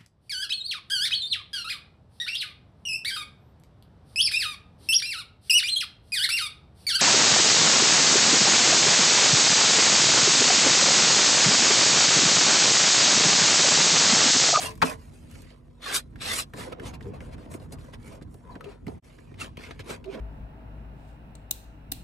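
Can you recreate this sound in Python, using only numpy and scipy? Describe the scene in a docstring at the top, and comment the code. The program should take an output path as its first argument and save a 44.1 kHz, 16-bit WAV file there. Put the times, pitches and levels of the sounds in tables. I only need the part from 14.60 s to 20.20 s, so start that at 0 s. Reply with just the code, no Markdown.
"""A steel painting knife scrapes a metal palette, then spreads thick paint on a stretched canvas, outdoors
under an awning. Grit under the blade hisses and shakes the surface; the blade taps, flicks and pings, and now
and then makes the frame hoot. Wind rumbles low, something electric hums, and the sound drops out for a moment
at a change of view."""
import sys
import numpy as np
from scipy import signal
from scipy.fft import rfft, irfft, next_fast_len
from scipy.io import wavfile
from scipy.ndimage import uniform_filter1d, map_coordinates

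SR = 44100
rng = np.random.default_rng(int(sys.argv[2]) if len(sys.argv) > 2 else 0)


def dump(signal):
    """Clip the signal to [-1, 1] and save it as 16-bit WAV at the path in sys.argv[1]."""
    limited = np.clip(np.atleast_2d(signal).T, -1, 1)
    pcm = np.round(limited * 32767).astype(np.int16)
    wavfile.write(sys.argv[1], SR, pcm)


N = 246959

# strokes and flicks of the blade: (touch s, build-up s, time to fade 20 dB s, blade hiss dB, treble dB, shaking of the surface dB, gain over the build-up dB)
STROKES = [(0.0, 0.034, 0.0869, -36.5, -36.0, -36.5, 6.0), (0.25, 0.054, 0.052, -44, -45, -37.5, -4.5),
           (0.392, 0.025, 0.0925, -80.0, -72.0, -65.5, -1), (0.529, 0.011, 0.14, -83.0, -70.5, -69, 12),
           (0.701, 0.094, 0.075, -67.0, -67.5, -73, -0.5), (0.874, 0.028, 0.06, -62.5, -103.0, -77, 9.0),
           (1.227, 0.063, 0.1055, -34.5, -45.5, -45, 11.0), (1.327, 0.025, 0.0528, -32.0, -27.5, -57, 10.5),
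           (1.615, 0.071, 0.1269, -33.0, -40.0, -46, 8.0), (1.724, 0.069, 0.0434, -35.0, -31.0, -50, 11),
           (1.955, 0.033, 0.128, -45, -49.5, -43, 12.0), (2.116, 0.0077, 0.0176, -46.5, -57, -38.0, 24),
           (2.212, 0.054, 0.0523, -44.5, -50.0, -43.0, 22), (2.323, 0.018, 0.027, -48.0, -57, -46, 31),
           (2.422, 0.062, 0.0349, -70.0, -71.0, -61.0, 2.0), (2.532, 0.0048, 0.05, -58, -68.0, -48.0, 18),
           (2.615, 0.023, 0.09, -66.5, -66, -52, 2), (2.721, 0.015, 0.025, -55, -63.5, -56, 6.5),
           (2.783, 0.066, 0.044, -66, -74.5, -57, 0), (2.916, 0.024, 0.035, -59, -51, -48.5, 3),
           (2.976, 0.053, 0.05, -69.5, -66.5, -57.5, 15.0), (3.121, 0.0015, 0.0319, -54, -46, -47.5, 16),
           (3.193, 0.071, 0.08, -65.5, -69.0, -61.0, -1.0), (3.32, 0.016, 0.028, -48.5, -61.5, -50, 29),
           (3.4, 0.072, 0.0561, -60.0, -61.0, -54, 15), (3.511, 0.016, 0.06, -59, -61, -51, 15),
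           (3.617, 0.0065, 0.02, -62, -66.5, -61, 22.5), (3.709, 0.017, 0.13, -93.0, -70.5, -86.0, 4),
           (3.833, 0.084, 0.09, -78.5, -75.5, -56, 14.0), (4.043, 0.07, 0.06, -59, -73, -49.5, 3),
           (4.283, 0.051, 0.07, -71.0, -73.5, -57, -5), (4.403, 0.004, 0.4161, -65.0, -70.5, -66, 24.5),
           (4.786, 0.021, 0.0517, -38.0, -45, -44.5, 23), (4.837, 0.014, 0.049, -53.5, -59, -54.5, 9),
           (4.987, 0.039, 0.143, -49, -62.0, -54.5, 9.5), (5.108, 0.00094, 0.0167, -45.5, -66, -44, 26.0),
           (5.19, 0.0065, 0.03, -45.0, -59, -56, 17.0), (5.244, 0.059, 0.07, -41.0, -46.5, -40.5, 23.5),
           (5.478, 0.057, 0.04, -50, -68.0, -43, 18), (5.55, 0.05, .1, -66, -82, -44, 1.5)]
# taps of the blade: (s, click peak dB, thud peak dB, treble against the click dB, ring of the click Hz)
TAPS = [(0.141, -57, -57.5, 10.5, 1800), (0.1545, -55, -56, 17, 1800), (0.177, -52.5, -54.5, 12, 1800), (0.2178, -17, -22, -24, 1900), (0.2222, -11, -21, -38, 1400),
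        (0.2258, -10, -20, -40, 1200), (0.2315, -16, -19, -36, 1050), (0.713, -49, -48, 12, 2000), (0.7538, -42.5, -44, -12, 2000),
        (0.82, -52.5, -50, 15, 2000), (0.9053, -44, -46.5, -26.5, 2800), (1.5584, -41, -45, -9.5, 1700), (1.936, -34, -31.5, -3.5, 1700),
        (2.1976, -34.5, -35, -10, 1730), (2.4088, -38.5, -38, -16, 1780), (2.4265, -44, -60, -20, 3700), (2.4544, -55, -31, -10, 1000), (2.6057, -37, -34, -18, 2000),
        (2.7815, -47, -36.5, -18.5, 1630), (2.9402, -37, -28, 0, 2410), (2.976, -54, -37, -20, 1530), (3, -49, -42, -7, 4130), (3.186, -46.5, -43.5, -17, 2330),
        (3.2113, -49, -50, -10, 4000), (3.4288, -49, -52, -12, 4000), (3.614, -46, -31.5, -21, 1500), (3.6247, -45, -50, -15, 4050), (3.7427, -59, -43, 18.5, 5000),
        (3.9545, -39, -32, -23.5, 1500),
        (4.0081, -33, -43, -12, 1300), (4.0431, -37, -45, -24, 2750), (4.2674, -37, -26, -4, 2160), (4.2795, -41.5, -28.5, -15, 4400),
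        (4.3803, -58, -58, -11, 2080), (4.587, -46.5, -52.5, -32, 1770), (4.7148, -52.5, -41, -17.5, 1540), (4.7422, -45.5, -49, -24.5, 2200), (4.9714, -34.5, -33, -5.5, 2550),
        (4.9896, -43, -40, -7, 2500), (5.1934, -33, -33.5, -21, 2300), (5.4424, -37.5, -41.5, -12, 2500), (5.4575, -47, -50, -15, 4000)]
# the frame sticks, slips and hoots, and now and then the blade pings high: (start s, pitch Hz, peak dB, length
# s)
HOOTS = [(1.255, 1160, -37.5, 0.0287), (1.254, 1773, -39, 0.032), (2.455, 409.5, -37.5, 0.06), (4.012, 1250, -51, 0.022), (2.455, 475, -42, 0.055), (3.904, 4500, -66, 0.03), (3.915, 4000, -64, 0.03), (3.912, 990, -51, 0.04), (5.485, 2450, -60, 0.04), (3.83, 1014, -55, 0.122), (3.894, 997, -42.5, 0.016), (4.049, 404, -40, 0.058), (.05, 2820, -33, 0.027), (0.264, 2538, -36, 0.029), (2.124, 1300, -42.5, 0.0179), (4.808, 2700, -33.5, 0.0192), (5.456, 387, -35, 0.075), (5.545, 640, -46, 0.05), (5.459, 650, -45.5, 0.041)]
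PALETTE = [(167.3, 13, -0.5), (259, 17, 0.5), (441, 19.4, 4.5), (627.8, 31, -1), (1022, 90, -5.5), (1270, 240, -14), (1640, 45, -14.5), (1930, 38, -5.5)]  # metal sheet: (Hz, width Hz, dB)
CANVAS = [(108.5, 29, 4.5), (278, 51, 1.5), (401.6, 49, -5), (515, 38, -3), (664.4, 50, -14), (988, 74, -8)]  # cloth and frame: (Hz, width Hz, dB)
# the free length of the blade sings differently from grip to grip: (from s, Hz, width Hz, dB over the plain hiss)
BLADE = [(0, 2652, 500, -0.5), (1.101, 3727, 900, 2), (1.9, 2394, 600, -6.5), (3.4, 2280, 595.5, 0), (4.42, 2410, 500, 2.5)]
HISS = [(600, -11.5), (1000, -7), (1150, -1.5), (2000, 0), (3500, -3.5), (5500, -1.5), (9500, 0), (12500, -8), (13700, -18)]  # grit under the edge: (Hz, dB per Hz)
WIND = [(0.0, -43.5), (0.2, -45.5), (0.42, -48), (0.98, -53.5), (2.01, -49), (2.14, -44), (2.65, -46.5), (3.2, -44),
        (3.66, -49.5), (4.09, -44.5), (4.2, -48.5), (4.33, -46.5), (4.55, -52.5), (4.96, -47.5), (5.6, -48.5)]  # (s, dB)
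RUMBLE = [(15, -58), (25, -21), (43, -2), (80, 3.5), (134, -2.5), (253, -9.5), (316, -12), (484, -30), (1500, -60),
          (1950, -97), (3300, -120)]  # wind: (Hz, dB per Hz)
HUM = [(48.4, -56), (145.3, -59.5), (242.2, -60), (344.5, -73)]  # odd overtones: (Hz, dB)
WIDTH = [(60, -8), (150, -14.5), (370, -5.5), (700, 2), (1200, -1.5), (2260, -5), (4500, -0.5), (8000, -19.5), (12500, 3)]  # knife: (Hz, side against mid dB)
DROPOUT = [(4.385, 0), (4.399, -14), (4.403, -45), (4.421, -45), (4.426, -16), (4.45, 0)]  # (s, dB)  # fixed
MOVE_S = .42  # the knife leaves the palette  # fixed
TOP_HZ = 14200  # fixed
TIME = np.arange(N) / SR
WIND_WIDTH = [(30, -7), (125, -9.5), (500, 3)]  # wind: (Hz, side against mid dB)
LAND_DB_PER_S, FADE_POWER = 950, 1.77  # how fast a touch sets in; the fade starts gently and steepens
TREBLE_SWING, SHAKE_SWING = 1.17, 0.72  # the treble follows the hiss with wider swings, the shaking with narrower ones
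# faint rubbing between the strokes: (s, hiss dB, treble dB, shaking dB)
RUB = [(0.15, -71, -72, -64.5), (0.9, -68.5, -74.0, -61.5), (1.02, -83, -85.0, -65.0),
       (1.9, -81, -79.5, -62), (2.1, -87.0, -100.0, -53.0), (3.0, -90.0, -87, -60.0),
       (4.1, -92.0, -84.0, -58.5), (4.25, -87, -87.5, -65.5), (4.9, -71.5, -84.0, -62.5),
       (5.4, -94, -87.5, -60.0)]
MS = np.arange(0, N / SR + .002, .001)  # time in steps of a millisecond  # fixed
TIP = 7  # the tip's first contact against the rattle after it
LIFT_DB = 25  # once the fade is done the blade leaves the surface and the sound breaks off
CLICK_Q = 4  # sharpness of a click's ring


def amp(db):
    """Gain of a level in dB."""
    return 10 ** (np.asarray(db) / 20)


def unit(x):
    """x at rms 1."""
    return x / np.sqrt(np.mean(x ** 2) + 1e-20)


def along(points, hz):
    """(Hz, value) points on a log axis."""
    f, v = np.transpose(points)
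    return np.interp(np.log(hz + 1), np.log(f + 1), v)


def curves(rows):
    """One value per sample for each column after the time."""
    s, *cols = np.transpose(rows)
    return [np.interp(TIME, s, c) for c in cols]


def wobble(rate):
    """A smooth random curve, rate knots a second."""
    return map_coordinates(rng.standard_normal(int(N * rate / SR) + 4), [TIME * rate])


def filtered(x, response):
    """x times a complex response of frequency."""
    m = next_fast_len(x.shape[-1] + 8192)
    return irfft(rfft(x, m) * response(np.fft.rfftfreq(m, 1 / SR)), m)[..., :x.shape[-1]]


def modes(table, between_db, widen):
    """Causal response of resonances over a flat path."""
    return lambda f: amp(between_db) + sum((-1) ** k * amp(db) * 1j * f * w * widen / (c * c - f * f + 1j * f * w * widen) for k, (c, w, db) in enumerate(table))


SHEET, CLOTH = modes(PALETTE, between_db=-14.5, widen=0.73), modes(CANVAS, between_db=-17, widen=1.76)


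def band(lo_hz, hi_hz):
    """Causal band-pass, 12 dB an octave on each side."""
    return lambda f: (1j * f / (lo_hz + 1j * f) * hi_hz / (hi_hz + 1j * f)) ** 2


def grit(per_s, spread_db, smooth):
    """Random specks of uneven size on a bed of smooth friction noise."""
    specks = (rng.random(N) < per_s / SR) * amp(spread_db * rng.exponential(1, N)) * rng.standard_normal(N)
    return unit(specks) + smooth * rng.standard_normal(N)


def surface(push):
    """The palette rings under the first strokes, the canvas under the rest."""
    return filtered(push * (TIME < MOVE_S), SHEET) + filtered(push * (TIME >= MOVE_S), CLOTH)


def strokes():
    """Grit excites the blade and the surface; every stroke follows one gesture."""
    hiss, treble, shake = pressure()
    judder = amp(.8 * wobble(39) + 1.1 * wobble(160))  # the edge catches unevenly
    low, high = split(patchy(filtered(grit(6000, 1.8, smooth=0.92), lambda f: amp(along(HISS, f))), patchy_db=4.0), 4570)
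    drag = unit(surface(patchy(filtered(grit(900, 2.08, smooth=1.0), band(412, 900)), patchy_db=3.0)))
    return judder * (hiss * blade(low) + treble * unit(high)) + amp(.9 * wobble(35)) * shake * drag


def taps():
    """Each touch is a short ringing crack of the blade and a thud of the surface; harder taps rattle longer."""
    out, t = np.zeros(N), np.arange(SR // 5) / SR  # fixed
    for s, db, thud_db, treble_db, hz in TAPS:
        t60 = 0.03 + 0.0004 * max(db + 52.0, 0)
        rise = 1 - np.exp(-t / np.array([[0.0003], [.0002], [0.0008]]))  # the flat of the blade lands after its tip
        burst = rng.standard_normal((3, len(t))) * rise * amp(-60 * t / [[t60], [0.8 * t60], [1.5 * t60]])
        burst[:2, 0] = TIP
        body = SHEET if s < MOVE_S else CLOTH
        ring = modes([(hz, hz / CLICK_Q, 0)], between_db=-13, widen=1)
        parts = filtered(burst, lambda f: np.array([band(500, 1.9 * hz)(f) * ring(f), band(4500, 15000)(f), band(110, 700)(f) * body(f)]))
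        add(out, s, amp([db, db + treble_db, thud_db]) / np.abs(parts).max(axis=1) @ parts)
    return out


def hoots():
    """Short unsteady tones; the higher, the rougher."""
    out, waver, drift = np.zeros(N), amp(2.1 * wobble(110)), 0.6 * wobble(90)
    for s, hz, db, length in HOOTS:
        shape = swell(length)[:N - round(s * SR)] ** .6
        here = slice(round(s * SR), round(s * SR) + len(shape))
        out[here] += amp(db) * shape * waver[here] * np.sin(2 * np.pi * hz * TIME[here] + drift[here] * hz / 700)
    return out


def wind():
    """Lumpy low rumble, as mid and side."""
    level_db, = curves(WIND)
    mid, side = amp(level_db + 2.3 * wobble(7) + 2.16 * wobble(22.01)) * unit(filtered(rng.standard_normal((2, N)), lambda f: amp(along(RUMBLE, f))))
    return mid, filtered(side, lambda f: amp(along(WIND_WIDTH, f)))


def hum():
    """Steady low tones that waver together."""
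    drift = 0.18 * wobble(2.8)
    return amp(0.59 * wobble(9.3)) * sum(np.sqrt(2) * amp(db) * np.sin(2 * np.pi * hz * TIME + drift) for hz, db in HUM)


def patchy(x, patchy_db):
    """Resonances come and go as the blade flexes: random gain patches in time and frequency."""
    z = signal.stft(x, nperseg=512)[2]
    field = uniform_filter1d(uniform_filter1d(rng.standard_normal(z.shape), size=2, axis=0), size=7, axis=1)
    return signal.istft(z * amp(patchy_db * unit(field)), nperseg=512)[1][:N]


def split(x, edge_hz):
    """Parts of x under and over a frequency."""
    return filtered(x, lambda f: np.array([1 / (1 + (f / edge_hz) ** 6), 1 - 1 / (1 + (f / edge_hz) ** 6)]))


def scattered(x, step):
    """Near surfaces scatter the sound within milliseconds, anew each time the knife has moved."""
    out, t = np.zeros(N + SR), np.arange(SR // 20) / SR
    for start in range(0, N, step):
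        echoes = rng.standard_normal(len(t)) * amp(-60 * t / 0.04)
        part = signal.fftconvolve(x[start:start + step], echoes / np.linalg.norm(echoes))
        out[start:][:len(part)] += part
    return out[:N]


def blade(x):
    """Each grip passes the friction through its own resonance."""
    ends = [round(s * SR) for s, *_ in BLADE[1:]] + [N]  # fixed
    starts = [0] + ends[:-1]  # fixed
    return np.concatenate([unit(filtered(x[a:b], modes([mode], between_db=1.5, widen=0.82))) for a, b, (s, *mode) in zip(starts, ends, BLADE)])


def add(track, s, sound):
    """Mixes a short sound into a track at a time in seconds."""
    part = track[..., round(s * SR):][..., :sound.shape[-1]]
    part += sound[..., :part.shape[-1]]


def swell(length):
    """Half a sine wave: a gesture that grows and fades."""
    return np.sin(np.pi * np.arange(round(length * SR)) / (length * SR))


def gesture(touch, build, fade, gain_db):
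    """Level against the peak in dB: a quick landing, a steady build-up, a steepening fade, a sudden lift."""
    t = MS - touch
    rising = gain_db * (np.clip(t / build, 0, 1) - 1) + LAND_DB_PER_S * np.minimum(t, 0)
    faded = np.maximum(t - build, 0) / max(fade, .005)  # fixed
    return rising - 20 * faded ** FADE_POWER - LIFT_DB * np.maximum(faded - .95, 0)


def pressure():
    """Gains of hiss, treble and shaking: all strokes over the faint rubbing."""
    swing = np.c_[[1, TREBLE_SWING, SHAKE_SWING]]
    firm = sum(amp(np.c_[level_db] + swing * gesture(touch, build, fade, gain_db)) for touch, build, fade, *level_db, gain_db in STROKES)
    return amp(curves(RUB)) + [np.interp(TIME, MS, gain) for gain in firm]


def scene():
    """The scattered sound of the knife differs at the two microphones."""
    knife = strokes() + taps() + hoots()
    mid, side = wind()
    side = side + filtered(scattered(knife, SR // 4), lambda f: amp(along(WIDTH, f)))
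    mid = mid + knife + hum()
    return np.array([mid + side, mid - side]) * amp([[-.4], [.4]])


def record(dry):
    """The sound drops out once; nothing is kept above the band limit."""
    return filtered(dry * amp(curves(DROPOUT)[0]), lambda hz: 1 / (1 + (hz / TOP_HZ) ** 150))  # fixed


dry = scene()
out = record(dry)
dump(out)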